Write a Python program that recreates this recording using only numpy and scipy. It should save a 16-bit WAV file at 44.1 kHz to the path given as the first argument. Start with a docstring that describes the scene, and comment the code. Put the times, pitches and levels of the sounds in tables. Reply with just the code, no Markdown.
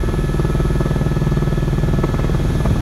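"""Rotor blades thud over a steady roar, heard inside a helicopter in level flight.
Each main rotor blade sends a pressure pulse and a swish of torn air into the cabin, which
booms after it. Engine and airflow make the roar, buffeting air rumbles underneath, and
engine noise rings in the housings. Gear mesh tones and a thin turbine whine sit on top."""
import sys
import numpy as np
from scipy import signal
from scipy.fft import rfft, irfft, next_fast_len
from scipy.io import wavfile

SR = 44100
rng = np.random.default_rng(int(sys.argv[2]) if len(sys.argv) > 2 else 0)


def to_wav(sig):
    """Store sig (one row per channel, or 1-D mono) as 16-bit WAV at the path in sys.argv[1].

    Samples outside -1..1 are clipped; the rate is SR.
    """
    pcm = np.clip(np.atleast_2d(sig), -1, 1) * 32767
    pcm = np.round(pcm).astype(np.int16)
    wavfile.write(sys.argv[1], SR, pcm.T)  # frames by channels


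N = 123921
TIME_S = np.arange(N) / SR


def from_db(db):
    """Decibels to gain."""
    return 10 ** (np.asarray(db) / 20)


def unit_rms(x):
    """Scale to rms 1."""
    return x / np.sqrt(np.mean(x ** 2) + 1e-20)


def curves(rows):
    """One per-sample curve for each column after t/s."""
    times_s, *columns = np.transpose(rows)
    return [np.interp(TIME_S, times_s, column) for column in columns]


def drift(rate_hz):
    """Slow random wander, rms about 1."""
    hop, settle = 40, 2000
    pole = np.exp(-2 * np.pi * hop * rate_hz / SR)
    white = rng.standard_normal(N // hop + settle + 2)
    slow = signal.lfilter([1], [1, -2 * pole, pole * pole], white)[settle:]
    return np.interp(np.arange(N) / hop, np.arange(len(slow)), unit_rms(slow))


def noise(spectrum):
    """Shaped noise, rms 1, falling 12 dB/octave past both ends of the spectrum."""
    hz, db = np.transpose(spectrum)
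    size = next_fast_len(N)
    bins_hz = np.maximum(np.arange(size // 2 + 1) * SR / size, 1)
    skirts = np.minimum(np.minimum(bins_hz / hz[0], hz[-1] / bins_hz), 1) ** 2
    gain = from_db(np.interp(np.log(bins_hz), np.log(hz), db)) * skirts
    return unit_rms(irfft(rfft(rng.standard_normal(size)) * gain, size)[:N])


def tone(hz, speed, waver_db):
    """Sine, rms about 1, that follows a relative shaft speed and wavers in level."""
    cycles = np.cumsum(hz * speed) / SR + rng.random()
    return np.sqrt(2) * np.sin(2 * np.pi * cycles) * from_db(waver_db * drift(2.7))


BLADE_PERIOD_S, FIRST_PASS_S = .051351, .0373
# How hard the blades bite the air: t/s, level/dB
BLADE_BITE = [(0, -3.5), (.14, 3.5), (.22, -20), (.44, 5.5), (.5, -2.5), (.6, 4.5), (.66, -5), (.76, -4),
              (.81, 3), (1.05, 0), (1.37, 0.5), (1.55, -1), (1.75, -2.5), (1.95, 2), (2.35, 2),
              (2.41, -5.5), (2.6, 0.5), (2.81, -2.5)]
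# Single harder slaps: t/s, extra level/dB
HARD_SLAPS = [(2.04, 7), (2.194, 3.5), (2.656, 7)]

def blade_passes():
    """Running count of blade passes, and their bite in dB, gliding from pass to pass."""
    jitter_s = .00011 * drift(7.6)
    passes = (TIME_S - FIRST_PASS_S + jitter_s) / BLADE_PERIOD_S
    pass_times_s = FIRST_PASS_S + BLADE_PERIOD_S * np.arange(-1, N / SR / BLADE_PERIOD_S + 1)
    bite_db = np.interp(pass_times_s, *np.transpose(BLADE_BITE))
    bite_db -= .94 * rng.standard_normal(len(pass_times_s))
    for slap_s, extra_db in HARD_SLAPS:
        bite_db[np.argmin(abs(pass_times_s - slap_s))] += extra_db
    return passes, np.interp(TIME_S, pass_times_s, bite_db)


# Blade pulse spectrum: multiple of blade rate, relative level/dB
PULSE_HARMONICS = [(1, -55), (2, -21), (3, -22.5), (4, -34), (5, -34), (6, -28.5), (7, -22), (8, -22.5),
                   (9, -32), (11, -32), (13, -41), (14, -37), (15, -41), (16, -44), (17, -33.5), (18, -33),
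                   (19, -34.5), (20, -37), (22, -53), (23, -40), (25, -55), (27, -43), (29, -46), (31, -52),
                   (33, -47), (35, -48), (37, -61), (41, -53), (46, -52), (53, -64), (59, -55), (66, -68)]
# Slow level changes in flight: t/s, throb/dB, boom/dB, knock/dB, buffeting/dB
FLIGHT_LEVELS = [(0, 0, -13, 1.5, 4.5), (.17, -3.5, -2, 1.5, 4), (.47, -0.5, -1, 2, -4.5),
                 (.8, -1, -1.5, 2, 0), (1.0, -4, 0, -0.5, -1.5), (1.4, -2.5, 0, 0, -8),
                 (1.9, -3, -0.5, -.5, 3), (2.3, -1.5, -5, -3, 4), (2.48, -2, -3, -1, 6.5),
                 (2.68, -1.5, -2.5, -5.5, 6.5), (2.81, -2, -4.5, -6.5, 9)]
THROB_TOP_HZ, BOOM_TOP_HZ, KNOCK_TOP_HZ = 105, 305, 420

def rotor_pulses(passes, bite_db):
    """A suction pulse per blade: deep throb, boom, knock and a crack that grows with the bite."""
    throb_db, boom_db, knock_db, _ = curves(FLIGHT_LEVELS)
    multiples, levels_db = np.transpose(PULSE_HARMONICS)
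    pulses = np.zeros(N)
    for k in range(1, int(multiples[-1])):
        hz = k / BLADE_PERIOD_S
        if hz < THROB_TOP_HZ:
            band_db = throb_db + 1.2 * drift(6)
        elif hz < BOOM_TOP_HZ:
            band_db = boom_db + .12 * bite_db
        elif hz < KNOCK_TOP_HZ:
            band_db = knock_db + .12 * bite_db
        else:  # crack
            band_db = .45 * bite_db
        level_db = np.interp(k, multiples, levels_db) + band_db - .5
        pulses -= np.sqrt(2) * from_db(level_db) * np.cos(2 * np.pi * k * passes - cabin_lag(hz))
    return pulses


# Cabin resonances: f/Hz, width/Hz
CABIN_MODES = [(59, 6), (86, 34), (183, 10), (296, 14), (490, 14), (720, 35)]

def cabin_lag(hz):
    """Phase lag in radians: each resonance delays sound near its pitch, so the pulse rings on."""
    return sum(2 * np.arctan2(width_hz * hz, mode_hz ** 2 - hz ** 2)
               for mode_hz, width_hz in CABIN_MODES)


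# Torn air spectrum: f/Hz, relative density/dB
SWISH_SPECTRUM = [(120, -1), (220, 1.5), (380, -0.5), (500, -9.5), (650, -2), (760, -33.5), (880, -14.5),
                  (1030, -16), (1150, -9.5), (1500, -29.5), (2000, -21), (3000, -29), (6000, -38.5)]
# Bright edge of a hard slap: f/Hz, relative density/dB
RASP_SPECTRUM = [(600, -34), (820, 6.5), (1020, -3.5), (1180, 5.5), (1500, -5), (2100, -10), (2700, -37.5),
                 (6000, -35)]
SWISH_LAG_S, SWISH_RISE_S, SWISH_FALL_S = .0026, .0049, .013
RASP_LAG_S, RASP_WIDTH_S = .0015, .0063

def rotor_swish(passes, bite_db):
    """Torn air swells and dies around every pulse; a hard bite adds a short bright rasp."""
    from_pass_s = ((passes + .5) % 1 - .5) * BLADE_PERIOD_S
    from_peaks_s = [from_pass_s - SWISH_LAG_S + k * BLADE_PERIOD_S for k in (-1, 0, 1)]
    swell = sum(np.exp(np.minimum(s / SWISH_RISE_S, -s / SWISH_FALL_S)) for s in from_peaks_s)
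    burst = np.exp(-.5 * ((from_pass_s - RASP_LAG_S) / RASP_WIDTH_S) ** 2)
    swish = from_db(-27.5 + bite_db) * swell * noise(SWISH_SPECTRUM)
    rasp = from_db(-38 + 1.63 * bite_db) * burst * noise(RASP_SPECTRUM)
    return swish + rasp


# Engine and airflow spectrum: f/Hz, relative density/dB
ROAR_SPECTRUM = [(150, 3), (350, -4.5), (550, -6.5), (900, -9.5), (1400, -14), (1580, -13.5), (1850, -18),
                 (2000, -20), (2550, -19.5), (2850, -24), (3350, -17), (3800, -20), (4100, -25),
                 (4400, -22.5), (4900, -26.5), (5500, -24.5), (6600, -23), (7700, -32.5), (9000, -31.5),
                 (9550, -36.5), (10400, -35), (11300, -30.5), (12500, -36.5), (15500, -39.5)]
# Treble of the roar: t/s, relative level/dB
HISS_LEVELS = [(0, 0), (.6, 0), (1.1, -.5), (2.1, -0.5), (2.55, 2), (2.81, 1)]

def engine_and_airflow(passes, roar_db=-32, hiss_from_hz=1100):
    """Steady roar whose hiss swells a little with each blade."""
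    roar = from_db(roar_db) * noise(ROAR_SPECTRUM)
    hiss = signal.sosfilt(signal.butter(1, hiss_from_hz, "high", fs=SR, output="sos"), roar)
    blade_ripple = 1 + .055 * np.cos(2 * np.pi * passes)
    hiss_gain = from_db(curves(HISS_LEVELS)[0]) * blade_ripple
    return roar + (hiss_gain - 1) * hiss


# Buffeting air spectrum: f/Hz, relative density/dB
RUMBLE_SPECTRUM = [(15, -20), (30, -13), (45, -4), (70, -1), (105, 0), (150, -5), (220, -8), (350, -18)]

def buffeting(base_db=-27):
    """Buffeting air: a low rumble that slowly rises and falls."""
    buffeting_db = curves(FLIGHT_LEVELS)[-1]
    return from_db(base_db + buffeting_db) * noise(RUMBLE_SPECTRUM)


# Housing resonances: f/Hz, width/Hz, rms level/dB
HOUSING_MODES = [(1423, 21, -49), (1785, 150, -48.5), (2140, 28, -53.5), (2390, 27, -56), (2564, 44, -53.5),
                 (3287, 180, -52.5), (3907, 90, -57.5), (4340, 38, -57.5), (9600, 57, -61.5)]

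def housings():
    """Engine noise rings in narrow metallic resonances."""
    ringing = np.zeros(N)
    for hz, width_hz, db in HOUSING_MODES:
        resonator = signal.iirpeak(hz, hz / width_hz, fs=SR)
        ringing += from_db(db) * unit_rms(signal.lfilter(*resonator, rng.standard_normal(N)))
    return ringing


# Main gear mesh tones: low f/Hz, high f/Hz
MAIN_MESH_HZ = (1298, 1716.3)
# Main mesh tones before flutter: t/s, low tone level/dB, high tone level/dB
MAIN_MESH_LEVELS = [(0, -39.5, -41.5), (.4, -39.5, -42.5), (.9, -40, -43), (1.3, -41, -41),
                    (1.7, -44.5, -42.5), (2.1, -39.5, -41.5), (2.5, -47, -44), (2.81, -44, -46.5)]
# Other gear tones before flutter: f/Hz, level/dB
MINOR_GEARS = [(1104, -57), (8040, -71)]

def gearbox(flutter_db=1.35):
    """Fluttering mesh tones that share one slightly unsteady drive."""
    speed = 1 + .00042 * drift(1.87)
    gears = list(zip(MAIN_MESH_HZ, curves(MAIN_MESH_LEVELS))) + list(MINOR_GEARS)
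    return sum(from_db(db + flutter_db * drift(27)) * tone(hz, speed, waver_db=.9) for hz, db in gears)


# Compressor whine before flutter: t/s, level/dB
WHINE_LEVELS = [(0, -52.5), (.3, -51), (.7, -50.5), (1.05, -53.5), (1.2, -61), (1.8, -58.5), (2.26, -64),
                (2.45, -53), (2.62, -49.5), (2.81, -57)]
# Sideband offsets from the whine: multiple of shaft rate
SIDEBAND_ORDERS = [-4, -3, -1, 1, 2, 4, 5, 9]
# Sidebands in the same order: level/dB
SIDEBAND_LEVELS = [-72, -69.5, -69, -64, -67.5, -70, -78, -78]
WHINE_HZ, SHAFT_HZ = 11202, 134.9

def turbine(flutter_db=.9):
    """Compressor whine with sidebands spaced by the shaft rate."""
    speed = 1 + .00015 * drift(1.2)
    sidebands = sum(from_db(db) * tone(WHINE_HZ + order * SHAFT_HZ, speed, waver_db=.5)
                    for order, db in zip(SIDEBAND_ORDERS, SIDEBAND_LEVELS))
    whine_db = curves(WHINE_LEVELS)[0] + flutter_db * drift(30)
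    return from_db(whine_db) * tone(WHINE_HZ, speed, waver_db=.5) + sidebands


def scene():
    """Rotor, air and machinery from one seat, mono."""
    passes, bite_db = blade_passes()
    rotor = rotor_pulses(passes, bite_db) + rotor_swish(passes, bite_db)
    return (rotor + engine_and_airflow(passes) + buffeting() + housings() + gearbox() + turbine())[None]


FADE_S, CUTOFF_HZ = .004, 15700

def record(dry):
    """Short fades at both ends, then a steep low-pass."""
    fade = np.clip(np.minimum(TIME_S, TIME_S[::-1]) / FADE_S, 0, 1)
    lowpass = signal.ellip(12, .1, 90, CUTOFF_HZ, fs=SR, output="sos")
    return signal.sosfilt(lowpass, dry * fade)


dry = scene()
out = record(dry)
to_wav(out)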